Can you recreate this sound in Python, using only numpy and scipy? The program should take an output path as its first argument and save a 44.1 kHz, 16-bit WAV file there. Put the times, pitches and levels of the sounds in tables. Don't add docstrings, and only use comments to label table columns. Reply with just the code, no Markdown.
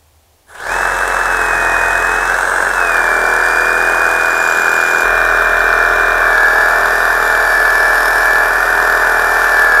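import sys
import numpy as np
from scipy import signal
from scipy.fft import rfft, irfft
from scipy.io import wavfile

SR = 44100
rng = np.random.default_rng(int(sys.argv[2]) if len(sys.argv) > 2 else 0)


def wav_record(signal):
    frames = np.transpose(np.atleast_2d(signal))
    bounded = np.clip(frames, -1, 1)
    quanta = np.round(bounded * 32767).astype(np.int16)
    wavfile.write(sys.argv[1], SR, quanta)


N = 432180
T = np.arange(N) / SR


def knocks(turns, outer, inner, lean_db, lead_turns=0.06115, ring_hz=1500, ring_width_hz=330):
    # freq_hz, gain_db
    case_eq = [(200, -37), (400, -27.5), (700, -12.5), (1150, -11), (1300, -8), (1430, 1), (1620, -0.5),
               (1760, -5), (1900, -22), (2800, -43.5), (6000, -64)]
    pole = np.exp((2j * np.pi * ring_hz - np.pi * ring_width_hz) / SR)
    outer_clicks = strike(turns + lead_turns - outer, jitter_s=0.00031, spread_db=1)
    outer_ring = signal.lfilter([1], [1, -pole], outer_clicks).real
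    inner_clicks = strike(turns + lead_turns - inner, jitter_s=0.00034, spread_db=1.5)
    share = 1 / (1 + amp(-2 * lean_db))
    return np.sqrt(share) * colour(outer_ring, case_eq) + np.sqrt(1 - share) * colour(inner_clicks, case_eq)


def rattle(angle, force_db, grip, loose=0.85, count=28, close_s=5.045):
    # freq_hz, gain_db
    far_eq = [(60, -34.5), (160, -19), (290, -16.5), (390, -4.5), (520, -4), (660, -2), (900, 1),
              (1200, -1.5), (1700, 6.5), (1920, -11.5), (2200, -13), (2500, -18), (2950, -38),
              (6000, -49.5)]
    close_eq = [(60, -38.5), (170, -26.5), (300, -19.5), (430, -2.5), (530, -6.5), (670, -1.5), (850, -6),
                (1200, -0.5), (1600, 5), (1920, -12), (2200, -16.5), (2500, -14), (2950, -32.5),
                (6000, -41)]
    places = (np.arange(count) + rng.random(count)) / count
    catches = sum(rng.choice([-1, 1]) * strike(angle - p, jitter_s=.00009, spread_db=1.5) for p in places)
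    slap = strike(angle + 0.013, jitter_s=0.00025, spread_db=-0.5)
    chatter = (grip * evened(catches) + loose * rng.standard_normal(N)) / np.hypot(grip, loose)
    drive = chatter * amp(force_db) + 0.18 * evened(slap)
    return np.where(T < close_s, amp(1.2) * colour(drive, far_eq), amp(0.8) * colour(drive, close_eq))


def buzz(angle, speed, scatter_rad=0.97, slip_turns=0.0012, swell_db=1.5, hop=200):
    # centre_hz, width_hz, entry_db, deep_db, flat_db, steep_db
    body = [(109, 90, -42, -51, -44, -47), (210, 56, -47, -44, -45.5, -45.5),
            (368, 43, -53, -33.5, -41, -47), (440, 70, -34, -32.5, -29.5, -33),
            (492, 30, -41, -33, -46, -50), (548, 54, -31.5, -36.5, -44, -49),
            (613, 43, -39, -28.5, -24.5, -28), (686.3, 51, -33, -28.5, -24, -27),
            (737, 40, -41, -31, -36, -29), (837, 39, -31, -40, -33.5, -29), (930, 95, -35, -35.5, -39, -35)]
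    angle = angle + slip_turns * wander(20)
    swells = [amp(swell_db * wander(3)) for _ in range(5)]
    modes = [(hz, width, amp(by_stage(db)[::hop])) for hz, width, *db in body]
    comb = np.zeros(N)
    for k in range(2, 24):
        pitch_hz = k * speed[::hop]
        power = sum((peak / (1 + (2 * (pitch_hz - hz) / width) ** 2)) ** 2 for hz, width, peak in modes)
        gain = np.interp(T, T[::hop], np.sqrt(power)) * swells[k % len(swells)]
        comb += gain * np.cos(2 * np.pi * k * angle + scatter_rad * rng.standard_normal())
    return np.sqrt(2) * np.minimum(speed / 40, 1) ** 4 * comb


def gears(turns, outer, inner, level_db, crown_teeth, drag_rad=1.8, waver_rad=0.13, slack_turns=0.077):
    since, split = (turns - outer) % 1, inner - outer
    half_stroke = np.where(since < split, since / split, (since - split) / (1 - split))
    contact = abs(np.sin(np.pi * half_stroke)) ** 0.42 * amp(0.32 * wander(80))
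    from_parting = (since + 0.053 + .5) % 1 - .5
    contact *= 1 - np.exp(-(from_parting / slack_turns) ** 2)
    mesh = 2 * np.pi * crown_teeth * turns - drag_rad * half_stroke + waver_rad * wander(47)
    gear_eq = [(600, 3.5), (1400, -1.5), (1800, -4.5), (1950, -12), (2200, -14), (4000, -44.5)]
    return amp(level_db) * colour(contact * np.sin(mesh), gear_eq)


def motor(turns, inner, gear_ratio, blades, grip, fan_db, spin_up, sway_rad=0.056, flutter_rad=0.024):
    # shaft_multiple, entry_db, deep_db, flat_db, steep_db
    partials = [(12, -48, -52, -48, -53), (16, -46.5, -43.5, -50, -42), (18, -45.5, -54, -45.5, -48),
                (19, -55, -50, -59.5, -50), (20, -47, -50, -48.5, -48), (24, -45, -54, -49, -45.5),
                (28, -54, -60, -53, -50), (32, -51, -54, -52, -67), (39, -58, -56, -58, -58),
                (40, -60, -58, -49.5, -48)]
    crank = 2 * np.pi * (turns - inner)
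    lurch = sway_rad * np.cos(crank) + 0.034 * np.sin(2 * crank)
    shaft = 2 * np.pi * turns * gear_ratio + lurch + flutter_rad * wander(43)
    fan = grip * amp(fan_db + .5 * wander(33)) * np.sin(blades * shaft)
    shaft = shaft + (0.01 + .06 * (1 - grip)) * wander(85)
    overtones = sum(by_stage(amp(db)) * amp(1.7 * wander(3)) * np.sin(k * shaft) for k, *db in partials)
    return np.sqrt(2) * (fan + spin_up * overtones)


def vents(fan_hz, centre_hz, width_hz=230):
    return -10 * np.log10(1 + (2 * (fan_hz - centre_hz) / width_hz) ** 2)


def rasp(force_db, grain_db=4.0, grains_per_s=6000):
    # freq_hz, gain_db
    entry_eq = [(1650, -47), (2800, 0), (2970, -2.5), (3330, 2), (3840, 0.5), (4630, -6.5), (5080, -4.5),
                (5380, -3.5), (8100, -1.5), (9150, -3.5), (10600, -11), (13700, -14.5), (15600, -23)]
    deep_eq = [(1650, -31), (2800, -1), (3650, 2), (4250, -4.5), (4760, -1), (6720, -2.5), (7270, 0.5),
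               (7700, -3.5), (8830, -8), (10100, -8.5), (11900, -8), (13600, -13.5), (15600, -25)]
    flat_eq = [(1650, -46), (2800, -6.5), (3790, 1.5), (4220, -8), (5010, -13), (5380, -7.5), (6080, -8),
               (6300, -10), (7170, -10.5), (11100, -16), (12300, -15), (14300, -18), (15600, -36)]
    steep_eq = [(1650, -38), (2800, -2), (3120, -1), (3700, 3), (4310, -3), (4630, -2.5), (5270, 1),
                (5910, -3.5), (7120, -5.5), (7590, -6.5), (8770, -8), (9980, -6.5), (11800, -4),
                (14000, -13.5), (15600, -42)]
    size = amp(grain_db * np.minimum(rng.exponential(1, N), 4) + 2 * wander(200))
    snaps = (rng.random(N) < grains_per_s / SR) * rng.uniform(-0.94, 1, N) * size
    bright_snaps = evened(np.diff(snaps, prepend=0))
    rubbing = 0.94 * rng.standard_normal(N)
    drive = (bright_snaps + rubbing) * amp(force_db + 0.79 * wander(80))
    return by_stage([colour(drive, eq) for eq in (entry_eq, deep_eq, flat_eq, steep_eq)])


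def shake(turns):
    return np.sqrt(2) * np.sin(2 * np.pi * turns) * amp(.4 * wander(20))


def blade_squeal(force_db, fade_s=0.093):
    # start_s, end_s, pitch_hz, width_hz, level_db
    squeals = [(2.36, 2.77, 8320, 400, -36), (2.7, 4.3, 8660, 900, -40.5), (4.25, 5.08, 7200, 200, -37),
               (6.2, 7.5, 3640, 500, -40.5), (7.454, 8.3, 5270, 170, -39), (7.5, 8.3, 9400, 220, -43),
               (6.902, 9.7, 11250, 1100, -42.5)]
    steel = np.zeros(N)
    for start, end, hz, width, db in squeals:
        gate = np.clip(np.minimum(T - start, end - T) / fade_s, 0, 1)
        ring = ((wander(width / 2) + 1j * wander(width / 2)) * np.exp(2j * np.pi * hz * T)).real
        steel += amp(db) * gate * evened(ring * amp(force_db))
    return steel


def trigger_whistle(speed, chop_hz=9900, split_per_turn=30, whistle_db=-54):
    gate = np.interp(T, [.46, .48, .58, .68], [0, 1, 1, 0])
    pitches_hz = [chop_hz + side * split_per_turn * speed for side in (-1, 1)]
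    return amp(whistle_db) * gate * sum(np.sin(2 * np.pi * np.cumsum(hz) / SR) for hz in pitches_hz)


def pinch(rise_s=0.63, release_s=0.024):
    # start_s, end_s, rasp_db, shake_db, gears_db, knock_db
    pinches = [(3.95, 5.054, 2, -7.5, -13, 1), (7.1, 8.35, 1.5, 0.5, 0, -2.5),
               (9.0, 9.683, 2.2, -1, 1.5, 0.5)]
    return sum(np.outer(db, np.clip(np.minimum((T - start) / rise_s, (end - T) / release_s), 0, 1))
               for start, end, *db in pinches)


def surges(angle, delay, rise, fall, inner_db, outer_db, floor_db):
    def swell(at):
        since = (angle - at + .5) % 1 - .5
        return np.exp(-(since / np.where(since < 0, rise, fall)) ** 2)
    return floor_db + inner_db * swell(delay) + outer_db * swell(delay + .5)


def trunks(x, t60_s=0.43, wet_db=-13):
    t = T[:SR // 2]
    taps = rng.standard_normal(len(t)) * (rng.random(len(t)) < .04) * (t > .006) * amp(-60 * t / t60_s)
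    tail = signal.oaconvolve(x, taps / np.linalg.norm(taps))[:N]
    return x + amp(wet_db) * tail


def woods(air_db=-53, hum_hz=77, hum_db=-55):
    # freq_hz, gain_db
    air_eq = [(15, -41), (25, -7), (49, -10), (86, -1.5), (99, -11), (113, -10), (188, -27), (240, -18),
              (350, -18), (743, -14.5), (1460, -24), (11000, -28), (15600, -30)]
    air = amp(air_db) * colour(rng.standard_normal(N), air_eq)
    return air + amp(hum_db + wander(4)) * np.sin(2 * np.pi * hum_hz * T)


def by_stage(values):
    # time_s, stage (0 entry, 1 deep, 2 flat, 3 steep)
    stages = [(2.6, 0), (3.0, 1), (5.035, 1), (5.045, 2), (6.15, 2), (6.5, 3)]
    times, order = zip(*stages)
    if np.ndim(values[0]) == 0:
        return np.interp(T, times, [values[k] for k in order])
    stage = np.interp(T, times, order)
    return sum(np.maximum(1 - abs(stage - k), 0) * v for k, v in enumerate(values))


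def strike(angle, jitter_s, spread_db):
    at = np.flatnonzero(np.diff(np.floor(angle)) > 0)
    late, size = rng.standard_normal((512, 2))[:len(at)].T
    at = np.clip(np.round(at + late * jitter_s * SR).astype(int), 0, N - 1)
    return np.bincount(at, amp(spread_db * size), N)


def colour(x, eq, size=4096):
    hz, db = np.transpose(eq)
    log_gain = np.log(amp(np.interp(np.log(abs(np.fft.fftfreq(size, 1 / SR)) + 1), np.log(hz), db)))
    response = np.fft.ifft(np.exp(np.conj(signal.hilbert(log_gain)))).real[:size // 2]
    return evened(signal.oaconvolve(x, response)[:N])


def wander(hz, hop=12):
    rolloff = 1 + (np.fft.rfftfreq(N // hop, hop / SR) / hz) ** 4
    slow = irfft(rfft(rng.standard_normal(N // hop)) / rolloff)
    return evened(np.interp(np.arange(N) / hop, np.arange(len(slow)), slow))


def evened(x):
    return x / np.sqrt(np.mean(x ** 2) + 1e-20)


def amp(db):
    return 10 ** (np.asarray(db) / 20)


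def scene(start_s=.47, run_up_s=.24, settle_s=.26, sink_s=.89, free_hz=46.9, inner=.6):
    # time_s, stroke_hz
    stroke_rates = [(0.72, 44.53), (1.24, 44.67), (1.55, 42.68), (1.8, 42.42), (2.13, 43.33), (2.55, 46.65),
                    (2.75, 45.05), (2.95, 41.16), (3.11, 40.12), (3.92, 41.72), (5.91, 40.72),
                    (6.12, 41.09), (6.4, 39.07), (6.98, 40.94), (7.63, 39.44), (8.07, 39.97), (8.35, 39.58),
                    (8.6, 40.96), (9.4, 40.24), (9.8, 38.87)]
    # knock_db, rattle_db, rasp_db, shake_db, gears_db, fan_db
    mix = [(-17, -16.5, -32, -32, -24, -24.5), (-15.5, -17.5, -32, -35.5, -31.5, -22.5),
           (-14.5, -16.5, -33.5, -30.8, -30, -21.5), (-16.5, -16.5, -32, -34, -28, -32)]
    # inner_to_outer_turns, outer_over_inner_db, vent_hz
    drive = [(.56, -5.5, 2450), (.57, 7.5, 2497), (.58, 6, 2543), (.53, -5, 2345)]
    crown_teeth, pinion_teeth, fan_blades = 44, 6, 8
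    gear_ratio = crown_teeth / pinion_teeth
    cruise = np.interp(T, *np.transpose(stroke_rates))
    elapsed = np.maximum(T - start_s, 0)
    run_up = elapsed / run_up_s
    speed = cruise * run_up / (1 + run_up ** 12) ** (1 / 12)
    turns = np.cumsum(speed) / SR
    sag_hz = free_hz - cruise
    load = sag_hz / 8
    grip = np.clip(sag_hz / 3.3, 0.26, 1)
    spin_up = np.clip(elapsed / settle_s, 0, 1)
    at_rest = 1 - spin_up

    gap, lean_db, vent_hz = map(by_stage, zip(*drive))
    outer, angle = inner + gap - 1, turns - inner
    press_db = surges(angle, delay=.061, rise=.061, fall=.074, inner_db=8, outer_db=4.4, floor_db=.2)
    bite_db = surges(angle, delay=.022, rise=.038, fall=.13, inner_db=7, outer_db=1.3, floor_db=2.3)

    knock_db, rattle_db, rasp_db, shake_db, gears_db, fan_db = map(by_stage, zip(*mix))
    pinch_rasp, pinch_shake, pinch_gears, pinch_knock = pinch()
    knock_db += pinch_knock - 48 * at_rest
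    knock_db -= 19 * np.exp(-elapsed / sink_s)
    knock_db -= 1.5 * (1.5 - grip)
    rattle_db -= 26 * at_rest
    rasp_db += pinch_rasp - 20.5 * at_rest
    shake_db += pinch_shake - 37 * at_rest
    gears_db += 18 * load ** 2 + pinch_gears - 39 * at_rest
    fan_db += vents(speed * gear_ratio * fan_blades, vent_hz) - 29 * at_rest

    saw = amp(knock_db) * knocks(turns, outer, inner, lean_db)
    saw += amp(rattle_db) * rattle(angle, press_db, grip) + grip * buzz(angle - .03, speed)
    saw += amp(rasp_db) * rasp(bite_db) + blade_squeal(bite_db)
    saw += grip * gears(turns, outer, inner, gears_db, crown_teeth)
    saw += motor(turns, inner, gear_ratio, fan_blades, grip, fan_db, spin_up) + trigger_whistle(speed)
    pumping = np.sqrt(grip) * amp(shake_db) * shake(turns)
    running = np.clip((T - .46) / 0.038, 0, 1)
    return (trunks(running * saw) + running * pumping + woods())[None]


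def record(dry, ceiling=0.93, cutoff_hz=15750):
    rounded = dry / (1 + (dry / ceiling) ** 6) ** (1 / 6)
    lowpass = signal.firwin(511, cutoff_hz, window=("kaiser", 9), fs=SR)
    return signal.oaconvolve(rounded, lowpass[None], "same")


dry = scene()
out = record(dry)
wav_record(out)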